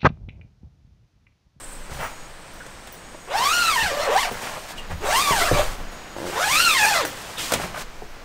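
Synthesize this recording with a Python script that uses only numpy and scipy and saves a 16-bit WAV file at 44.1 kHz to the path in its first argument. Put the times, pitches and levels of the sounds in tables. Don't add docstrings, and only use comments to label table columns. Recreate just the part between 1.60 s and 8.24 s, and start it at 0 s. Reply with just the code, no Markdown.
import sys
import numpy as np
from scipy import signal
from scipy.fft import rfft, irfft, next_fast_len
from scipy.io import wavfile
from scipy.ndimage import uniform_filter1d, map_coordinates

SR = 44100
rng = np.random.default_rng(int(sys.argv[2]) if len(sys.argv) > 2 else 0)


def master(y):
    cut = np.clip(np.atleast_2d(y).T, -1, 1)
    pcm = np.round(cut * 32767)
    wavfile.write(sys.argv[1], SR, pcm.astype(np.int16))


N = 292824

# (frequency [Hz], level [dB])
RASP_SPECTRUM = [(2470, -5), (4200, -1), (4670, -1), (7350, -1.5), (8840, -1), (10600, -9), (13300, -7.5),
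                 (15000, -12), (16000, -15)]
RUB_SPECTRUM = [(50, -37), (90, -1), (160, -3), (240, -11), (350, -8), (550, 4), (900, 6), (1500, 2.5),
                (2200, -1), (3200, -8), (4500, -37), (7000, -46)]
CRINKLE_SPECTRUM = [(1470, -5), (2500, -2.5), (3230, -1.5), (3800, -3), (8730, -5.5), (10400, -11.5),
                    (14600, -13.5), (15200, -21), (16000, -8.5)]
STUTTER_HZ = 806.6


def amp(db):
    return 10 ** (np.asarray(db) / 20)


def unit(x):
    return x / np.sqrt(np.mean(x ** 2) + 1e-20)


def along(points, hz):
    freqs, values = np.transpose(points)
    return np.interp(np.log(hz + 1), np.log(freqs + 1), values)


def curves(rows, t):
    times, *columns = np.transpose(rows)
    return [np.interp(t, times, column) for column in columns]


def wobble(rate, n):
    knots = rng.standard_normal(int(n * rate / SR) + 4)
    return map_coordinates(knots, [np.arange(n) * rate / SR], mode="nearest")


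def coloured(x, spectrum):
    m = next_fast_len(len(x) + 8192)
    gain = amp(along(spectrum, np.fft.rfftfreq(m, 1 / SR)))
    return unit(irfft(rfft(x, m) * gain, m)[:len(x)])


def noise(spectrum, n):
    return coloured(rng.standard_normal(n), spectrum)


def grainy(spectrum, n, rate, depth_db):
    return coloured(rng.standard_normal(n) * amp(depth_db * wobble(rate, n)), spectrum)


def envelope(t, attack, hold, t60):
    return np.clip(t / attack, 0, 1) * amp(-60 * np.maximum(t - hold, 0) / t60)


def faded(x):
    return x * signal.windows.tukey(len(x), min(1, 0.013 * SR / len(x)))


def add(out, start, x):
    part = out[max(0, round(start * SR)):][:len(x)]
    part += x[:len(part)]


def in_tent(x, wet_db):
    # (frequency [Hz], t60 [s])
    decay = [(100, 0.54), (700, 0.11), (3000, 0.17), (12000, 0.098)]
    hz, t, bins = signal.stft(rng.standard_normal(SR // 3), SR, nperseg=256)
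    tail = signal.istft(bins * amp(-60 * t / along(decay, hz)[:, None]), SR, nperseg=256)[1]
    response = np.concatenate([[1], np.zeros(SR // 400), amp(wet_db) * tail / np.linalg.norm(tail)])
    return signal.fftconvolve(x, response / np.linalg.norm(response))


def breeze(calm_db=-49.5):
    # (peak time [s], half-width [s], level [dB])
    gusts = [(.25, .5, -40), (2.4, .5, -44), (3.43, .2, -32), (4.04, .22, -25), (5.1, .15, -47),
             (6.45, .3, -38)]
    # (frequency [Hz], level [dB])
    spectrum = [(12, 1), (26, 5), (36, -31), (50, -11), (90, -27), (200, -50)]
    t = np.arange(N) / SR
    swells = sum(amp(db) * np.exp(-((t - peak) / width) ** 2) for peak, width, db in gusts)
    return (amp(calm_db) + swells) * amp(1.5 * wobble(6, N)) * noise(spectrum, N)


def woods():
    # (start [s], leaves [dB], hiss [dB])
    steps = [(0, -43.5, -52.5), (3.137, -40.5, -51), (6.237, -44, -53)]
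    # (frequency [Hz], level [dB])
    leaf_spectrum = [(29, -37), (50, 6), (59, -8), (165, -4), (273, -7), (312, -7), (378, -8.5),
                     (505, -5.5), (972, -7.5), (1570, -9), (5000, -20.5), (6500, -47), (11000, -120)]
    hiss_spectrum = [(2060, -3), (3500, -9), (4900, -6), (5330, -1), (6610, -3), (8260, -7), (10600, -16.5),
                     (14500, -15.5), (16000, -25)]
    starts, leaves_db, hiss_db = np.transpose(steps)
    step = np.searchsorted(starts[1:], np.arange(N) / SR)
    leaves = amp(leaves_db[step] + 0.6 * wobble(8.8, N)) * noise(leaf_spectrum, N)
    hiss = amp(hiss_db[step] + 1.2 * wobble(4, N)) * noise(hiss_spectrum, N)
    return leaves + hiss


def insect_and_bird():
    # (start [s], hold [s], t60 [s], level [dB])
    buzzes = [(-.05, 0.2, 0.41, -43.5), (0.205, 1.6, 12, -55)]
    # (start [s], end [s], level [dB])
    trills = [(0.448, 0.678, -54.5), (1.372, 1.68, -57.5), (3.22, 3.45, -58), (4.274, 4.573, -55)]
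    # (frequency [Hz], level [dB])
    buzz_band = [(6000, -40), (7400, -7), (8200, -1), (8800, -4), (9700, -14), (13000, -23)]
    trill_band = [(6200, -50), (6680, 3), (6900, -3), (7400, -50)]
    t = np.arange(N) / SR
    buzz = noise(buzz_band, N)
    calling = sum(amp(db) * envelope(t - start, 0.053, hold, t60) for start, hold, t60, db in buzzes)
    out = calling * amp(0.86 * wobble(90, N)) * buzz
    for start, end, db in trills:
        add(out, start, amp(db) * faded(noise(trill_band, int((end - start) * SR))))
    return out


def thuds():
    # (time [s], relative level [dB], low-mode boost [dB])
    impacts = [(0.311, -28.5, 3.5), (0.389, -26, 0), (1.545, -28, -21), (2.225, -30.5, 8),
               (2.712, -17, -13), (2.971, -19, -44), (3.3, -25, 0), (3.316, -30, 9), (3.707, -13, -5.5),
               (3.813, -17.5, -13), (3.912, -3.5, -8), (3.918, -18, -5), (4.112, -27, -17),
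               (4.2, -25.5, -15), (5.955, -21.5, -5), (6.04, -21, -7), (6.42, -22.5, -14)]
    # (frequency [Hz], level [dB], t60 [s])
    modes = [(79.8, 3, 0.14), (122, -4, 0.15), (166, 0, 0.12), (246.5, -1, 0.055), (363, -7, 0.1),
             (507, 1, 0.06), (608, 1, 0.052), (803, 4, 0.022)]
    out, t = np.zeros(N), np.arange(SR // 3) / SR
    onset = 1 - np.exp(-t / 0.0016)
    for start, db, boom_db in impacts:
        ring = np.zeros(len(t))
        for hz, level, t60 in modes:
            weight_db = along([(150, boom_db), (280, 0)], hz)
            decay = amp(level + weight_db + rng.normal(0, 1) - 60 * t / t60)
            ring += decay * np.sin(2 * np.pi * (hz * rng.normal(1, 0.12) * t + rng.random()))
        scuff = 0.14 * amp(-60 * t / 0.059) * noise(RUB_SPECTRUM, len(t))
        add(out, start, in_tent(amp(db - 7.5) * (ring + scuff) * onset, wet_db=-6))
    return out


def flaps(rub_attack_s=0.028, crinkle_attack_s=0.018):
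    # (start [s], hold [s], t60 [s], relative rub [dB], relative crinkle [dB])
    strokes = [ (0.294, .13, 0.86, -36.5, -43.5), (0.379, 0.071, 0.23, -25, -46),
               (2.666, 0.18, 0.54, -32, -40), (2.803, 0.072, 1, -27, -37.5), (2.93, .16, .1, -44, -45),
               (3.075, 0.045, .07, -38, -39), (3.161, 0.03, 0.14, -49, -43.5), (3.292, .035, .1, -30, -46),
               (4.048, 0.081, 0.23, -31, -39.5), (4.184, .025, 0.15, -36, -55),
               (4.301, 0.5, 0.51, -47, -52), (4.56, 0.13, .3, -48, -44), (4.65, 0.14, .2, -31, -38),
               (5.438, 0.052, 0.85, -32.5, -37), (5.548, 0.39, 0.44, -40, -42),
               (5.776, 0.058, 0.89, -40, -29.5), (5.885, 0.063, 0.54, -25.5, -41),
               (5.99, 0.05, 0.28, -27.5, -36.5), (6.132, 0.054, 0.13, -26.5, -43.5),
               (6.165, 0.06, 0.031, -38, -36.5)]
    out = np.zeros(N)
    for start, hold, t60, rub_db, crinkle_db in strokes:
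        t = np.arange(int((hold + t60) * SR)) / SR
        rub = grainy(RUB_SPECTRUM, len(t), rate=130, depth_db=3.5)
        rub *= amp(rub_db - 4.5) * envelope(t, rub_attack_s, hold, t60)
        crinkle = grainy(CRINKLE_SPECTRUM, len(t), rate=1100, depth_db=1.5)
        crinkle *= amp(crinkle_db + 1) * envelope(t, crinkle_attack_s, hold, t60)
        add(out, start, in_tent(rub + crinkle, wet_db=-9.5))
    return out


def squeaks():
    # (start [s], length [s], first pitch [Hz], last pitch [Hz], relative level [dB])
    glides = [(1.001, 0.026, 1540, 1600, -43.5), (3.175, 0.026, 2890, 2830, -40),
              (5.769, .055, 3720, 2910, -37.5)]
    out = np.zeros(N)
    for start, length, first_hz, last_hz, db in glides:
        n = int(length * SR)
        hz = np.linspace(first_hz, last_hz, n) + 170 * wobble(1093, n)
        tone = unit(faded(np.sin(2 * np.pi * np.cumsum(hz) / SR)))
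        add(out, start, in_tent(amp(db + 3.5) * tone, wet_db=-7))
    return out


def snaps(t60=0.031):
    # (time [s], level [dB], relative treble [dB])
    folds = [(.296, -24.5, -27), (1.064, -30, -8), (1.273, -29.5, -6.5), (1.344, -40, -2),
             (2.831, -26, -22), (5.451, -13, -8.5), (5.782, -27, 1), (5.921, -10.5, -5), (5.924, -11, -17),
             (5.936, -23, 7), (5.939, -15, 2), (5.999, -16, -23), (6.175, -18.5, -21)]
    # (frequency [Hz], level [dB])
    slap_spectrum = [(60, -32), (150, -7.5), (500, 8), (700, 6), (1050, -7), (1550, 2), (2700, -25),
                     (4000, -45), (7000, -35)]
    out, t = np.zeros(N), np.arange(SR // 8) / SR
    for start, db, treble_db in folds:
        slap = amp(-4 - 60 * t / t60) * noise(slap_spectrum, len(t))
        crack = amp(treble_db - 60 * t / t60) * noise(CRINKLE_SPECTRUM, len(t))
        add(out, start, in_tent(amp(db) * (slap + crack), wet_db=-5.5))
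    return out


def jingles(touches=3, bounce_s=0.026, loss_db=6):
    # (time [s], relative level [dB])
    contacts = [(.336, -47), (.408, -47), (.462, -52), (.934, -55), (1.322, -50), (2.718, -50),
                (4.318, -58), (5.454, -42)]
    # (frequency [Hz], level [dB], t60 [s])
    modes = [(5800, 7.5, 0.09), (8600, -3, .05), (9640, 10.5, 0.056), (12400, 7, 0.044), (15380, 10, 0.091)]
    out, t = np.zeros(N), np.arange(SR // 6) / SR
    for start, db in contacts:
        for k in range(touches):
            ring = np.zeros(len(t))
            for hz, level, t60 in modes:
                decay = amp(level + rng.normal(0, 4.9) - 60 * t / t60)
                ring += decay * np.sin(2 * np.pi * hz * t + wobble(340, len(t)))
            tick = amp(7 - 60 * t / 0.0086) * noise(RASP_SPECTRUM, len(t))
            touch = ring * (1 - np.exp(-t / 0.002)) + tick
            delay = k * bounce_s * rng.uniform(0.63, 1.2)
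            add(out, start + delay, in_tent(amp(db - k * loss_db) * touch, wet_db=-4))
    return out


def first_teeth(start_s=4.565, count=11, level_db=-19):
    # (frequency [Hz], level [dB], t60 [s])
    modes = [(356, -16, 0.15), (580, -3, 0.02), (850, -12, 0.03), (1500, -10, 0.0096)]
    out, t = np.zeros(N), np.arange(SR // 20) / SR
    gaps = np.maximum(0.02 * 0.87 ** np.arange(count), 0.0112)
    for start in start_s + np.cumsum(gaps) - gaps:
        pluck = sum(amp(level - 60 * t / t60) * np.sin(2 * np.pi * hz * rng.normal(1, 0.089) * t)
                    for hz, level, t60 in modes)
        add(out, start, in_tent(amp(level_db) * pluck / np.abs(pluck).max(), wet_db=-11))
    return out


def patchy(x, depth_db):
    bins = signal.stft(x, nperseg=512)[2]
    field = uniform_filter1d(rng.standard_normal(bins.shape), size=5, axis=0)
    field = uniform_filter1d(field, size=5, axis=1)
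    return unit(signal.istft(bins * amp(depth_db * unit(field)), nperseg=512)[1][:len(x)])


def saturation(pace, knee_hz, growth):
    return 1 / np.sqrt(1 + (knee_hz / pace) ** growth)


def tooth_train(teeth, rate):
    n = len(teeth)
    at = np.interp(np.arange(1, int(teeth[-1])), teeth, np.arange(n))
    jitter = 0.016 * STUTTER_HZ / rate[at.astype(int)] * np.gradient(at)
    at += jitter * rng.standard_normal(len(at))
    grip = amp(2.1 * rng.standard_normal(len(at)))
    taps = at.astype(int)[:, None] + np.arange(-7, 9)
    pulses = grip[:, None] * np.sinc(taps - at[:, None])
    train = np.bincount(np.clip(taps, 0, n - 1).ravel(), pulses.ravel(), n)
    offset = np.sqrt(rate) * grip.mean() / SR
    return train / np.sqrt(rate) - offset


def harmonic(teeth, order, rough):
    n = len(teeth)
    tone = np.sin(2 * np.pi * order * teeth + rough * wobble(500, n))
    return unit(tone * amp(2.65 * wobble(70.68, n) + 2.7 * wobble(300, n)))


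def zipper(speed, effort, hum_db, overtone_db, click_db, scrape_db, rasp_db, slack_s):
    # (frequency [Hz], level [dB])
    click_spectrum = [(200, -31), (600, -7), (1100, 0), (1600, 11.5), (2100, 8), (2700, 1), (3100, 4),
                      (3600, 3), (4300, 0.5), (5000, -2), (7200, -7), (9000, -25), (15000, -24)]
    # (frequency [Hz], gain [dB])
    tape = [(1000, 4.5), (1600, 0), (2100, -8), (2700, 3.5), (3300, 0), (4400, 4.5)]
    attack_s, release_s = 0.07, 0.038
    t = np.arange(int(speed[0][0] * SR), int(speed[-1][0] * SR)) / SR
    n, elapsed, remaining = len(t), t - t[0], t[-1] - t
    pace = curves(speed, t)[0]
    panel_db, force_db = curves(effort, t)
    load = amp(force_db) * (1 - np.exp(-elapsed / attack_s)) * (1 - np.exp(-remaining / release_s))
    strike = load * saturation(pace, knee_hz=650, growth=4.7)
    stutter = STUTTER_HZ / pace
    slack = np.exp(-remaining / slack_s)
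    waver = 0.028 * stutter ** 1.4 * (1 + 3 * slack)
    rate = pace * np.exp(waver * (wobble(70, n) + wobble(350, n)))
    teeth = np.cumsum(rate) / SR
    clicks = strike * amp(click_db + 1.1 * wobble(43.7, n))
    clicks *= patchy(coloured(tooth_train(teeth, rate), click_spectrum), depth_db=4.5)
    grit = amp(scrape_db + 4.6 * np.exp(-elapsed / 0.061) + 8.2 * slack) * stutter
    # (frequency [Hz], level [dB])
    scrape_spectrum = [(60, -3), (150, -11), (350, -5), (600, 7), (1000, 8.5), (1800, -3), (2800, -1.5),
                       (4500, -31), (8000, -40)]
    hum = harmonic(teeth, order=1, rough=0.12) + grit * noise(scrape_spectrum, n)
    panel = amp(panel_db + hum_db) * hum / np.sqrt(1 + grit ** 2)
    second = amp(along(tape, 2 * pace) - 2) * harmonic(teeth, order=2, rough=0.81)
    third = amp(along(tape, 3 * pace) - 8) * harmonic(teeth, order=3, rough=0.74)
    whine = strike * (1 - slack) * amp(overtone_db) * (second + third)
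    bite = 1 + 0.28 * np.cos(2 * np.pi * teeth)
    rasp = patchy(bite * grainy(RASP_SPECTRUM, n, rate=500, depth_db=1), depth_db=1.8)
    rasp *= load * saturation(pace, knee_hz=780, growth=4.6) * amp(rasp_db)
    return in_tent(faded(panel + whine + clicks + rasp), wet_db=-8.5)


def zipper_pulls():
    # (time [s], tooth rate [Hz])
    speed_a = [(1.67, 310), (1.77, 866), (1.95, 1415), (2.0, 1415), (2.089, 1320), (2.18, 916),
               (2.239, 876), (2.33, 500), (2.445, 670), (2.49, 462), (2.565, 765), (2.605, 1140),
               (2.701, 495)]
    speed_b = [(3.4, 343), (3.49, 550), (3.561, 1000), (3.626, 1230), (3.7, 1130), (3.77, 790), (3.91, 560),
               (3.99, 625), (4.091, 386)]
    speed_c = [(4.72, 329), (4.79, 520.6), (4.841, 791.8), (4.88, 874), (4.92, 1104), (5.025, 1465),
               (5.09, 1360), (5.205, 836.4), (5.29, 857), (5.38, 663), (5.46, 322.2)]
    # (time [s], relative panel hum [dB], slider force [dB])
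    effort_a = [(1.67, -46, -7), (1.72, -27, -1.5), (1.849, -18.5, 4.5), (1.91, -26, 3.5), (2.06, -26, 4.5),
                (2.33, -31.5, 1.5), (2.49, -22, -0.5), (2.565, -20, 2), (2.61, -30, 4), (2.7, -30, 1.5)]
    effort_b = [(3.4, -41, 0.27), (3.46, -25, 2), (3.6, -19.5, 0.38), (3.66, -25.5, -2.4),
                (3.712, -17.5, -1.6), (3.75, -26, -1.4), (3.81, -22.5, 2.9), (3.93, -34, -1.6),
                (4.0, -17.5, -0.46), (4.09, -44, 1.3)]
    effort_c = [(4.72, -35, 2), (4.78, -24.5, 1.5), (4.86, -26.5, -3.5), (4.94, -25.5, 0.5), (5.01, -21, 0),
                (5.06, -27.5, -.5), (5.17, -27.5, -2), (5.26, -18, 1.5), (5.3, -24.5, -2.5),
                (5.335, -16.5, -1.5), (5.46, -32, 2)]
    out = np.zeros(N)
    add(out, speed_a[0][0], zipper(speed_a, effort_a, hum_db=2, overtone_db=-32.5, click_db=-27,
                                   scrape_db=-8.5, rasp_db=-32, slack_s=0.0698))
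    add(out, speed_b[0][0], zipper(speed_b, effort_b, hum_db=0, overtone_db=-26, click_db=-25,
                                   scrape_db=-5.5, rasp_db=-24, slack_s=0.056))
    add(out, speed_c[0][0], zipper(speed_c, effort_c, hum_db=-2, overtone_db=-21.5, click_db=-20,
                                   scrape_db=-10, rasp_db=-23, slack_s=0.0123))
    return out


def scene():
    inside = zipper_pulls() + first_teeth() + jingles() + flaps() + squeaks() + snaps() + thuds()
    mono = inside + breeze() + woods() + insect_and_bird()
    return np.array([mono, mono])


def record(dry):
    cutoff_hz = 15750
    m = next_fast_len(N + SR // 4)
    passband = np.fft.rfftfreq(m, 1 / SR) < cutoff_hz
    return irfft(rfft(dry, m) * passband, m)[:, :N]


dry = scene()
out = record(dry)
master(out)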